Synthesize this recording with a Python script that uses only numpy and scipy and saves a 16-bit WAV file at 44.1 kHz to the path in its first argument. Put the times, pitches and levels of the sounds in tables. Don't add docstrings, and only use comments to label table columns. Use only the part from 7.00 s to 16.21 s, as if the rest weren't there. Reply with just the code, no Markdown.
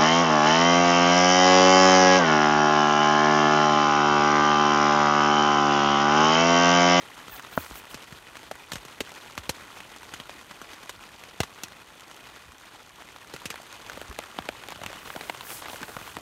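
import sys
import numpy as np
from scipy import signal
from scipy.fft import rfft, irfft, next_fast_len
from scipy.io import wavfile
from scipy.ndimage import uniform_filter1d

SR = 44100
rng = np.random.default_rng(int(sys.argv[2]) if len(sys.argv) > 2 else 0)


def convert_level_to_amplitude(level_db):
    exponent = np.asarray(level_db, float) / 20
    return 10 ** exponent


def transcribe(u):
    v = np.clip(np.atleast_2d(u).T, -1, 1)
    q = np.round(v * 32767).astype(np.int16)
    wavfile.write(sys.argv[1], SR, q)


N = 406161
UNDER_ROOF_S = 6.52
SNAP_T60_S = 0.0032


def rms_one(x):
    return x / np.sqrt(np.mean(x ** 2, axis=-1, keepdims=True) + 1e-20)


def peak_one(x):
    return x / np.abs(x).max(axis=-1, keepdims=True)


def in_time(rows):
    time_s, *columns = np.transpose(rows)
    return [np.interp(np.arange(N) / SR, time_s, column) for column in columns]


def highpass(x, hz):
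    return signal.sosfilt(signal.butter(2, hz, "high", fs=SR, output="sos"), x)


def coloured(x, spectrum):
    size = next_fast_len(x.shape[-1])
    hz, db = np.transpose(spectrum)
    log_hz = np.log(np.fft.rfftfreq(size, 1 / SR) + 1)
    gain = convert_level_to_amplitude(np.interp(log_hz, np.log(hz), db, left=-70, right=-70))
    return irfft(rfft(x, size) * gain, size)[..., :x.shape[-1]]


def resonate(x, hz, width_hz):
    r = np.exp(-np.pi * width_hz / SR)
    return signal.lfilter([1, 0, -1], [1, -2 * r * np.cos(2 * np.pi * hz / SR), r * r], x)


def drift(rate_hz):
    r = np.exp(-80 * np.pi * rate_hz / SR)
    noise = rng.standard_normal(N // 40 + 2002)
    slow = signal.lfilter([1], [1, -2 * r, r * r], noise)[2000:]
    return np.interp(np.arange(N) / 40, np.arange(len(slow)), rms_one(slow))


def dying(t, rise_s, t60_s):
    return (1 - np.exp(-t / rise_s)) * convert_level_to_amplitude(-60 * t / t60_s)


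def add_at(out, start_s, sound):
    at = round(start_s * SR)
    out[at:at + len(sound)] += sound


# time_s [s], level_db [dB]
PATTER = [(0.0, -48), (0.56, -44.5), (0.74, -47), (1.51, -49.5), (2.0, -48), (2.23, -46.5), (3.05, -47.5),
          (4.51, -49.5), (5.54, -50.5), (5.92, -50.5), (7.1, -46), (7.44, -48), (7.87, -45), (8.75, -44),
          (8.82, -43), (9.21, -47)]
# frequency_hz [Hz], density_db [dB per Hz]
FABRIC = [(35, 5), (60, -2), (308, -1), (389, -4.5), (767, -3), (946, -1), (2250, -6), (3400, -7.5),
          (4030, -10), (4860, -12), (6580, -12), (9350, -12.5), (13600, -17), (16000, -21)]


def patter():
    patches, needles_per_s, roof_needles_times = 20, 110, 1.1
    level_db, = in_time(PATTER)
    t = np.arange(2200) / SR
    sizes = convert_level_to_amplitude(3.05 * np.minimum(rng.exponential(1, N), 3.8)) * rng.choice([-1, 1], N)
    born = rng.random(N) < 950 * convert_level_to_amplitude(2.8 * drift(12)) / SR
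    patch = rng.integers(0, patches, N)
    distance = rng.permutation(np.linspace(0, 1, num=patches))[:, None]
    envelopes = dying(t, 0.00007 + 0.001 * distance, 0.0063 + 0.029 * distance)
    bursts = rng.standard_normal((patches, len(t))) * envelopes
    near = 0
    for k, hz in enumerate(np.geomspace(350, 5200, num=patches)):
        ring = rms_one(resonate(bursts[k], hz, 0.18 * hz)) * np.sqrt(hz / 1500)
        burst = ring + 1.7 * rms_one(bursts[k])
        hits = sizes * born * (patch == k)
        near = near + signal.oaconvolve(hits.astype(np.float32), burst.astype(np.float32))[:N]
    far_hiss = convert_level_to_amplitude(-4.2) * convert_level_to_amplitude(0.4 * drift(36)) * rng.standard_normal(N)
    rain = rms_one(near) + far_hiss

    rate = needles_per_s * np.where(np.arange(N) > UNDER_ROOF_S * SR, roof_needles_times, 1)
    tick = rng.standard_normal(200) * dying(t[:200], .0001, SNAP_T60_S)
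    needles = signal.oaconvolve(sizes * (rng.random(N) < rate / SR), tick)[:N]
    needles = rms_one(highpass(needles, 1200))
    rain = coloured(rain + convert_level_to_amplitude(-8.5) * needles, FABRIC)
    softened = rain + (convert_level_to_amplitude(-4) - 1) * highpass(rain, 4000)
    return convert_level_to_amplitude(level_db + 1.0) * rms_one(softened)


# time_s [s], level_db [dB]
HAND = [
    (0.0, -65.5),
    (6.31, -68.5),
    (7.31, -61),
    (9.21, -62.5),
]


def hand_rumble():
    band = signal.butter(2, [42, 120], "band", fs=SR, output="sos")
    rumble = signal.sosfilt(band, rng.standard_normal(N))
    level_db, = in_time(HAND)
    return convert_level_to_amplitude(level_db + 1.5 + 3.0 * drift(7.6)) * rms_one(rumble)


# start_s [s], peak_db [dB]
SPRAYS = [(0.045, -40), (0.144, -35), (0.281, -35), (0.339, -36), (0.395, -37), (0.424, -33), (0.703, -31),
          (0.72, -31), (1.025, -33), (1.042, -35), (1.466, -36), (1.618, -39), (1.662, -44), (1.783, -34),
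          (2.05, -37), (2.203, -41), (2.221, -40), (2.353, -36), (2.672, -37), (2.786, -32), (3.101, -41),
          (3.424, -40), (3.858, -38), (4.09, -38), (4.587, -44), (4.683, -33.5), (4.92, -45), (4.971, -38),
          (5.007, -30), (5.393, -41), (5.454, -39), (5.582, -36), (5.6, -39), (5.656, -43), (5.844, -47),
          (5.893, -36), (5.958, -38), (6.029, -41), (6.047, -40), (6.273, -37), (6.378, -37), (6.4, -38),
          (6.419, -36), (6.541, -32), (6.618, -35), (6.631, -39), (6.666, -39), (6.727, -29), (6.741, -35),
          (6.764, -37), (7.005, -36), (7.074, -37), (7.098, -33), (7.271, -39), (7.945, -38), (8.268, -36),
          (8.768, -28), (8.817, -28), (8.918, -34), (8.992, -32)]
# frequency_hz [Hz], density_db [dB per Hz]
SPLASH = [(2500, 9), (4000, 4.5), (6500, 5.5), (9000, -1.5), (13000, -5.5), (15500, -24), (17000, -40)]


def sprays():
    t, out = np.arange(2000) / SR, np.zeros(N + 2000)
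    for start_s, peak_db in SPRAYS:
        hiss = coloured(highpass(rng.standard_normal(len(t)), 2500), SPLASH)
        add_at(out, start_s, convert_level_to_amplitude(peak_db - 4.0) * peak_one(hiss * dying(t, 0.00023, .012)))
    return out[:N]


# start_s [s], peak_db [dB], splash_db
# [dB], pitch_hz [Hz]
BEADS_AND_PLOPS = [(0.189, -33, -15, 1040), (0.433, -34, -15, 900), (0.662, -30, -15, 1220), (0.772, -33, -15, 2650),
                   (0.854, -37, -15, 1090), (1.354, -33, -15, 1400), (1.988, -34, -15, 1810), (2.05, -37, -15, 1600),
                   (2.148, -35, -15, 2430), (2.219, -37, -15, 3050), (2.298, -32, -15, 1220), (2.703, -33, -15, 1160),
                   (2.729, -36, -15, 1020), (3.754, -40, -15, 1640), (3.858, -34, -15, 1010),
                   (4.09, -33.5, -15, 1690), (4.587, -36, -15, 2500), (4.683, -36, -15, 1560),
                   (4.809, -42, -15, 1290), (4.887, -38, -15, 2060), (5.02, -35, -15, 1290), (5.173, -35, -15, 1270),
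                   (5.248, -44, -15, 2640), (5.271, -37, -15, 1390), (5.355, -35, -15, 2720), (5.527, -42, -15, 1850),
                   (5.658, -42, -15, 2760), (5.713, -40, -15, 1300), (5.959, -38, -15, 2960), (6.021, -33, -17, 1300),
                   (6.214, -36, -15, 2010), (6.272, -39, -15, 2230), (6.299, -35, -15, 1350), (6.4, -35, -15, 3140),
                   (6.417, -31, -15, 930), (6.527, -34, -15, 1450), (6.631, -36, -15, 970), (6.875, -36, -15, 2350),
                   (7.057, -37, -15, 1270), (7.112, -28, -15, 1200), (7.162, -32, -15, 1640), (7.401, -37, -15, 960),
                   (7.549, -32, -15, 920), (7.615, -35, -15, 1210), (7.916, -32, -15, 1180), (8.177, -30, -15, 850),
                   (8.469, -29, -15, 1550), (8.622, -34, -15, 1000), (8.759, -26.5, -15, 1390),
                   (9.076, -26, -15, 910),
                   (8.813, -27, -25, 290), (8.891, -27, -20, 414), (7.9, -30, -20, 530), (9.17, -29, -25, 300),
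         (6.973, -29, -25, 550), (8.83, -27, -25, 1100), (8.212, -29.5, -25, 520), (8.139, -29, -15, 1560),
         (7.4885, -20, -25, 1500), (8.1613, -20, -25, 750), (2.0048, -20, -15, 2200),
         (1.512, -23, -25, 720), (4.403, -18, -10, 5700), (0.17, -32, -20, 1200), (4.4035, -13, -25, 1940),
         (2.493, -20, -15, 3900), (7.79, -35, -20, 600), (7.968, -35, -20, 850), (6.6, -30, -20, 600),
         (2.0055, -19, -25, 400), (8.296, -23, -20, 2000), (7.188, -24, -20, 1800), (4.406, -24, -20, 3950),
         (1.7185, -23, -15, 4000), (3.35, -38, -20, 330), (8.151, -27, -30, 520), (2.494, -21, -25, 950),
         (2.4945, -22, -25, 2300), (7.489, -24, -30, 750), (7.387, -24, -25, 3000), (3.894, -30, -25, 520),
         (8.21, -27, -25, 3700), (7.462, -32, -25, 950), (8.227, -33, -12, 1400), (4.411, -24, -25, 2000),
         (5.164, -40, -10, 6800), (8.969, -29, -25, 560), (7.716, -31, -8, 3500), (8.2975, -23, -25, 2000)]


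def beads():
    t, out = np.arange(2000) / SR, np.zeros(N + 2000)
    for start_s, peak_db, splash_db, pitch_hz in BEADS_AND_PLOPS:
        white = rng.standard_normal((2, len(t)))
        t60_s = 0.0087 + 9.0 / pitch_hz
        turns = pitch_hz * np.cumsum(1 + 0.13 * np.exp(-t / 0.0026)) / SR
        roughness = rms_one(resonate(white[0], pitch_hz, .3 * pitch_hz))
        tone = np.sin(2 * np.pi * turns) + 0.95 * roughness
        plop = peak_one(tone * dying(t, 0.41 / pitch_hz, t60_s))
        hiss = convert_level_to_amplitude(splash_db) * white[1] * dying(t, .0003, 0.011)
        add_at(out, start_s, convert_level_to_amplitude(peak_db - 2.5) * (plop + hiss))
    return out[:N]


# start_s [s], peak_db [dB], thud_db [dB], splash_db [dB], pitch_hz [Hz]
DRIPS = [(.281, -26.5, -20, -19, 1150), (2.0075, -19, -32, -20, 2900), (.447, -27.5, -40, -26, 1290),
         (.5755, -16, -18, -20, 590), (.608, -30, -28, -28, 1270), (.755, -28, -30, -12, 1020),
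         (1.124, -30, -11, -12, 1900), (1.368, -25.5, -32, -12.5, 1040), (1.512, -20, -23, -14.5, 637),
         (1.732, -26, -11, -3, 406), (2.0045, -17, -24, -10, 3180), (2.377, -18.5, -20, -9, 1100),
         (2.4925, -16.5, -15, -5, 338), (2.803, -23, -30, -19, 2520), (3.03, -31, -31, -12, 770),
         (3.137, -25, -23, -9.5, 1380), (3.2935, -24.5, -29, -17, 780), (3.51, -26.5, -22, -12, 1010),
         (3.615, -27, -18, -14, 1330), (3.893, -23, -35, -10, 1130), (4.4027, -12, -13.5, -9, 614),
         (4.4322, -20, -23, -10, 1000), (4.634, -27.5, -15, 2, 755), (5.112, -29, -24, -13.5, 1130)]
TAPS = [(6.161, -27.5, -38, -18, 1010), (6.362, -28, -37, -9, 1470), (6.726, -38, -30, -4, 1500),
        (7.023, -33, -32, -12, 1400), (6.541, -24.5, -40, -20, 900), (6.557, -25, -40, -14, 1520),
        (6.897, -19.5, -44, -12.5, 1460), (6.973, -25.5, -16, -17, 1130), (7.014, -23.5, -20, -14, 576),
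        (7.188, -18.5, -23, -9, 730), (7.237, -27, -33, -11, 1220), (7.3867, -12.5, -21.5, -25, 770),
        (7.4877, -14, -20, -21, 620), (7.636, -25.5, -26, -16, 1530), (7.6853, -23, -32, -7, 657),
        (7.835, -21, -25, -12, 990), (7.862, -15.5, -24, -15.5, 2760), (7.929, -23, -34, -15, 885),
        (8.102, -19.5, -27, -35, 1500), (8.161, -21.5, -14, -37, 800), (8.2092, -20.5, -25, -15, 2340),
        (8.2967, -14, -26, -19, 870), (8.966, -17.5, -20, -17.5, 1210), (9.167, -19, -22, -17, 990)]
SPILLS = [(.71, -29.5, -14, -19, 1050), (.943, -25.5, -15.5, -6, 1000), (1.553, -33.5, -26, -10, 1590),
          (1.718, -22, -22, -8.5, 1160), (1.755, -20, -19, -12.5, 1180), (1.85, -33, -14.5, -5.5, 937),
          (2.773, -33.5, -28, -10, 711), (2.961, -33, -41, -10, 1160), (3.1995, -25, -20, -13.5, 2940),
          (3.732, -31.5, -26, -10, 1560), (3.83, -35.5, -13.5, -8, 1350), (6.455, -24.5, -14, -3.5, 2880),
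          (7.455, -30, -27, -11, 1080), (7.704, -26.5, -25, -7, 960), (7.721, -23, -29, -15, 956),
          (7.758, -29, -20, -17, 1190), (7.815, -27, -18, -17, 598), (8.347, -24, -36, -33, 974),
          (8.656, -28, -32, -12, 956), (8.731, -25, -21, -19, 880), (8.829, -24, -19, -9, 1440),
          (9.013, -26, -23, -19, 1460), (6.3375, -25, -15, -10, 298), (6.502, -21, -24, -7.5, 2650)]
# start_s [s], peak_db [dB], splash_db [dB], pitch_hz [Hz]
LIGHT_DRIPS = [(0.177, -32, -14, 1120), (0.395, -26, -16, 947), (0.71, -34, -16, 1070),
               (0.853, -36, -11, 1000), (0.974, -31, -17, 891), (1.02, -33, -13, 1980),
               (1.268, -33.5, -18, 1960), (1.354, -29.5, -14.5, 1040), (1.43, -34, -7, 738),
               (1.721, -26.5, -10, 1150), (1.832, -36, -13, 894), (1.882, -31, -12, 1320),
               (2.049, -35, -13, 1540), (2.091, -32.5, -10, 926), (2.117, -31.5, -10, 896),
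               (2.435, -31, -13, 3140), (2.917, -34, -13, 877), (3.412, -33, -16, 982),
               (4.036, -33.5, -13, 1170), (4.236, -29.5, -13, 2230), (4.586, -35, -18, 1040),
               (4.72, -35, -13, 1040), (4.996, -34, -10, 549), (5.143, -39, -6, 821), (5.163, -38, -7, 1210),
               (5.27, -37, -7, 1370), (5.298, -34, -13, 1550), (5.519, -37, -10, 1240),
               (5.758, -33.5, -20, 1030),
               (6.021, -34, -19, 1310), (6.087, -32, -16, 2270), (6.183, -37, -13, 1040),
              (6.214, -35, -15, 958), (6.665, -34, -15, 1390), (6.716, -36, -15, 848),
              (6.918, -27, -12, 1200), (6.931, -30, -9, 1400), (7.126, -27, -15, 1120),
              (7.343, -32, -21, 525), (7.422, -31, -15, 2260), (7.523, -35, -13, 929),
              (7.914, -32, -19, 1170), (8.03, -32, -17, 1180), (8.059, -30, -19, 1200),
              (8.074, -27, -15, 1710), (8.234, -34, -15, 573), (8.408, -23.5, -13, 1030),
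              (8.503, -25.5, -8, 1080), (8.621, -28.5, -11, 985), (8.683, -24.5, -12, 1160),
              (8.697, -25.5, -13, 2910), (8.743, -26.5, -15, 554), (8.882, -27, -15, 756),
              (8.937, -33, -15, 1310), (9.076, -31, -15, 958), (9.186, -30, -12, 724)]


def landings():
    rows = []
    for table, t60_s in [(DRIPS, 0.035), (TAPS, 0.027), (SPILLS, 0.046)]:
        rows += [(*row, t60_s) for row in table]
    for start_s, peak_db, splash_db, pitch_hz in LIGHT_DRIPS:
        rows.append((start_s, peak_db, -23.5, splash_db, pitch_hz, 0.018))
    return rows


# frequency_hz [Hz], density_db [dB per Hz]
SMACK = [(300, -3), (500, 2.5), (1100, -3), (2000, 1.5), (3500, -5), (5000, -10.5)]


def drips():
    start_s, peak_db, thud_db, splash_db, pitch_hz, t60_s = np.transpose(landings())[:, :, None]
    t = np.arange(4000) / SR
    on_roof = start_s >= UNDER_ROOF_S
    white = rng.standard_normal((len(start_s), 4, len(t)))
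    crumbs = convert_level_to_amplitude(2.6 * rms_one(uniform_filter1d(white[:, 2:], size=40)))

    dryness = convert_level_to_amplitude(-.6 * (np.clip(splash_db, -30, -4) + 16.0))
    white[:, 0, 24] += 9 * dryness[:, 0]
    white[:, 0, 44] -= 5.0 * dryness[:, 0]
    crack = 1 + (0.9 + 0.32 * dryness) * convert_level_to_amplitude(-60 * t / 0.0084)

    rise_s = np.where(on_roof, 0.00064, 0.00065)
    smack = coloured(white[:, 0], SMACK) * dying(t, rise_s, t60_s)
    smack = peak_one(smack * crumbs[:, 0] * crack)
    rings = np.array([resonate(x, hz, 170 + 0.24 * hz) for x, hz in zip(smack, pitch_hz[:, 0])])
    smack = peak_one(smack + (0.65 + 0.064 * dryness) * peak_one(rings))

    splash_t60_s = 1.54 * t60_s * np.where(on_roof, 0.15, 1)
    splash = coloured(white[:, 1], SPLASH) * dying(t, 0.0005, splash_t60_s)
    splash = peak_one(splash * crumbs[:, 1] * crack)

    chance = rng.random((len(start_s), 2))
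    thud_hz = (90 + 300 * np.exp(-t / 0.004)) * (0.698 + 0.834 * chance[:, :1])
    thud = np.sin(2 * np.pi * np.cumsum(thud_hz, axis=1) / SR)
    thud = thud * dying(t, 0.00016, 1.42 * t60_s) * np.sign(chance[:, 1:] - .5)

    each = convert_level_to_amplitude(peak_db - 0.82) * (smack + convert_level_to_amplitude(splash_db + 5.5) * splash + convert_level_to_amplitude(thud_db + 8.0) * thud)
    snap = peak_one(highpass(white[:, 3] * convert_level_to_amplitude(-60 * t / SNAP_T60_S), 3300))
    each += convert_level_to_amplitude(peak_db + splash_db + np.where(on_roof, 4, 1.5)) * snap
    out = np.zeros(N + len(t))
    for at_s, sound in zip(start_s[:, 0] + .0006, each):
        add_at(out, at_s, sound)
    return out[:N]


# middle_s [s], length_s [s], swish_db [dB], rustle_db [dB]
SLEEVE = [(0.342, 0.15, -45, -57), (.58, 0.19, -47, -58), (.63, 0.31, -62, -53.5), (0.768, 0.105, -48, -51),
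          (0.91, 0.07, -57, -52), (8.08, 0.36, -59, -55), (8.25, 0.46, -59, -56), (8.507, 0.28, -47, -41.5),
          (8.718, 0.18, -55, -48), (8.88, 0.36, -58, -53), (9.066, 0.28, -59, -54)]
# frequency_hz [Hz], density_db [dB per Hz]
SWISH = [(10000, -30), (11500, -10), (13300, 6), (14500, 4), (16000, 9)]
# frequency_hz [Hz], density_db [dB per Hz]
RUSTLE = [(900, -12), (2500, -25), (5000, -3.5), (8500, -1.5), (11500, 0.5), (13500, -6), (16000, -17)]


def sleeve():
    white, t = rng.standard_normal((2, N)), np.arange(N) / SR
    swish = rms_one(coloured(white[0] * convert_level_to_amplitude(1.5 * drift(40)), SWISH))
    rustle = rms_one(coloured(white[1] * convert_level_to_amplitude(0.63 * drift(170)), RUSTLE))
    out = 0
    for middle_s, length_s, swish_db, rustle_db in SLEEVE:
        speed = np.clip(1 - (2 * (t - middle_s) / length_s) ** 2, 0, 1) ** 3.0
        trailing = np.roll(speed, round(length_s / 10 * SR))
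        out = out + speed * convert_level_to_amplitude(swish_db) * swish + trailing * convert_level_to_amplitude(rustle_db) * rustle
    return out


# start_s [s], length_s [s], from_hz [Hz], to_hz [Hz], level_db [dB]
SQUEAK = (.312, .075, 920, 640, -47.5)


def squeak():
    start_s, length_s, from_hz, to_hz, level_db = SQUEAK
    along = np.clip((np.arange(N) / SR - start_s) / length_s, 0, 1)
    slip_hz = (from_hz + (to_hz - from_hz) * along ** 1.3) * (1 + .01 * drift(70))
    phase = 2 * np.pi * np.cumsum(slip_hz) / SR
    upper = sum(convert_level_to_amplitude(db) * np.sin((k + 2) * phase) for k, db in enumerate((4, -1, -4)))
    fading = np.clip(4 * (.72 - along), 0, 1)
    swell = np.sqrt(np.abs(np.sin(np.pi * along)))
    return convert_level_to_amplitude(level_db + 2.0 * drift(50)) * swell * (np.sin(phase) + fading * upper)


def blows(rows):
    t, out = np.arange(6000) / SR, np.zeros(N)
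    for start_s, peak_db, mode_hz, t60_s, rise_s in rows:
        add_at(out, start_s, convert_level_to_amplitude(peak_db) * np.sin(2 * np.pi * mode_hz * t) * dying(t, rise_s, t60_s))
    return out


# start_s [s], peak_db [dB], pitch_hz [Hz], t60_s [s]
BUMPS = [(.32, -32, 49.6, 0.097), (.585, -24, 76, 0.074), (.705, -31, 55, 0.15), (1.765, -35, 50, 0.14),
         (2.386, -30, 65, 0.078), (4.41, -38, 55, 0.1), (7.386, -29, 150, .05), (7.487, -31, 150, .05),
         (7.091, -21, 60, 0.078), (7.099, -26, 244, 0.034), (7.109, -26, 400, 0.044),
         (7.394, -27, 79.5, 0.066), (7.851, -31.5, 96, 0.11), (8.81, -31, 188, 0.063),
         (7.49, -30, 170, 0.04)]


def soft_bumps():
    return blows([(*bump, .012) for bump in BUMPS])


# start_s [s], peak_db [dB]
KNOCK = [
    (0.572, -41),
    (0.5766, -13.5),
]
# mode_hz [Hz], level_db [dB], t60_s [s]
CASE = [
    (273, -6, 0.038),
    (655, 2, 0.016),
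    (1040, 13, 0.0045),
    (1370, 0, 0.016),
]


def case_knock():
    return blows([(start_s, peak_db + level_db, mode_hz, t60_s, .0004)
                  for start_s, peak_db in KNOCK for mode_hz, level_db, t60_s in CASE])


# start_s [s], peak_db [dB], pitch_hz [Hz]
HEAVES = [(.944, -38, 70), (2.005, -31, 72), (2.378, -33, 85), (2.493, -29, 72), (4.404, -21, 75),
          (6.338, -37, 75), (7.189, -34, 110), (7.388, -28, 135), (8.162, -38, 60), (.578, -22, 250)]


def wall_heaves():
    return blows([(start_s, peak_db, hz, 3.2 / hz, .003) for start_s, peak_db, hz in HEAVES])


def scene():
    rain = patter() + sprays() + beads() + drips() + wall_heaves()
    handling = hand_rumble() + sleeve() + squeak() + soft_bumps() + case_knock()
    return (rain + handling)[None]


def top_cut(x):
    return signal.sosfilt(signal.butter(12, 16650, fs=SR, output="sos"), x)


# centre_hz [Hz], width_hz [Hz], depth_db [dB]
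PORT_DIPS = [(4950, 115, -3.5), (10490, 320, -5)]


def record(dry):
    cutoff_hz = 15800
    size = next_fast_len(N)
    hz = np.fft.rfftfreq(size, 1 / SR)
    dips_db = sum(db * np.exp(-((hz - at_hz) / width_hz) ** 2) for at_hz, width_hz, db in PORT_DIPS)
    heard = irfft(rfft(dry, size) * convert_level_to_amplitude(dips_db), size)[:, :N]
    cut = signal.sosfilt(signal.ellip(8, .5, 20, cutoff_hz, fs=SR, output="sos"), heard)
    cut = signal.sosfilt(signal.cheby2(10, 50, cutoff_hz + 800, fs=SR, output="sos"), cut)
    mix = highpass(cut, 42)
    return top_cut(mix)


dry = scene()
out = record(dry)
transcribe(out)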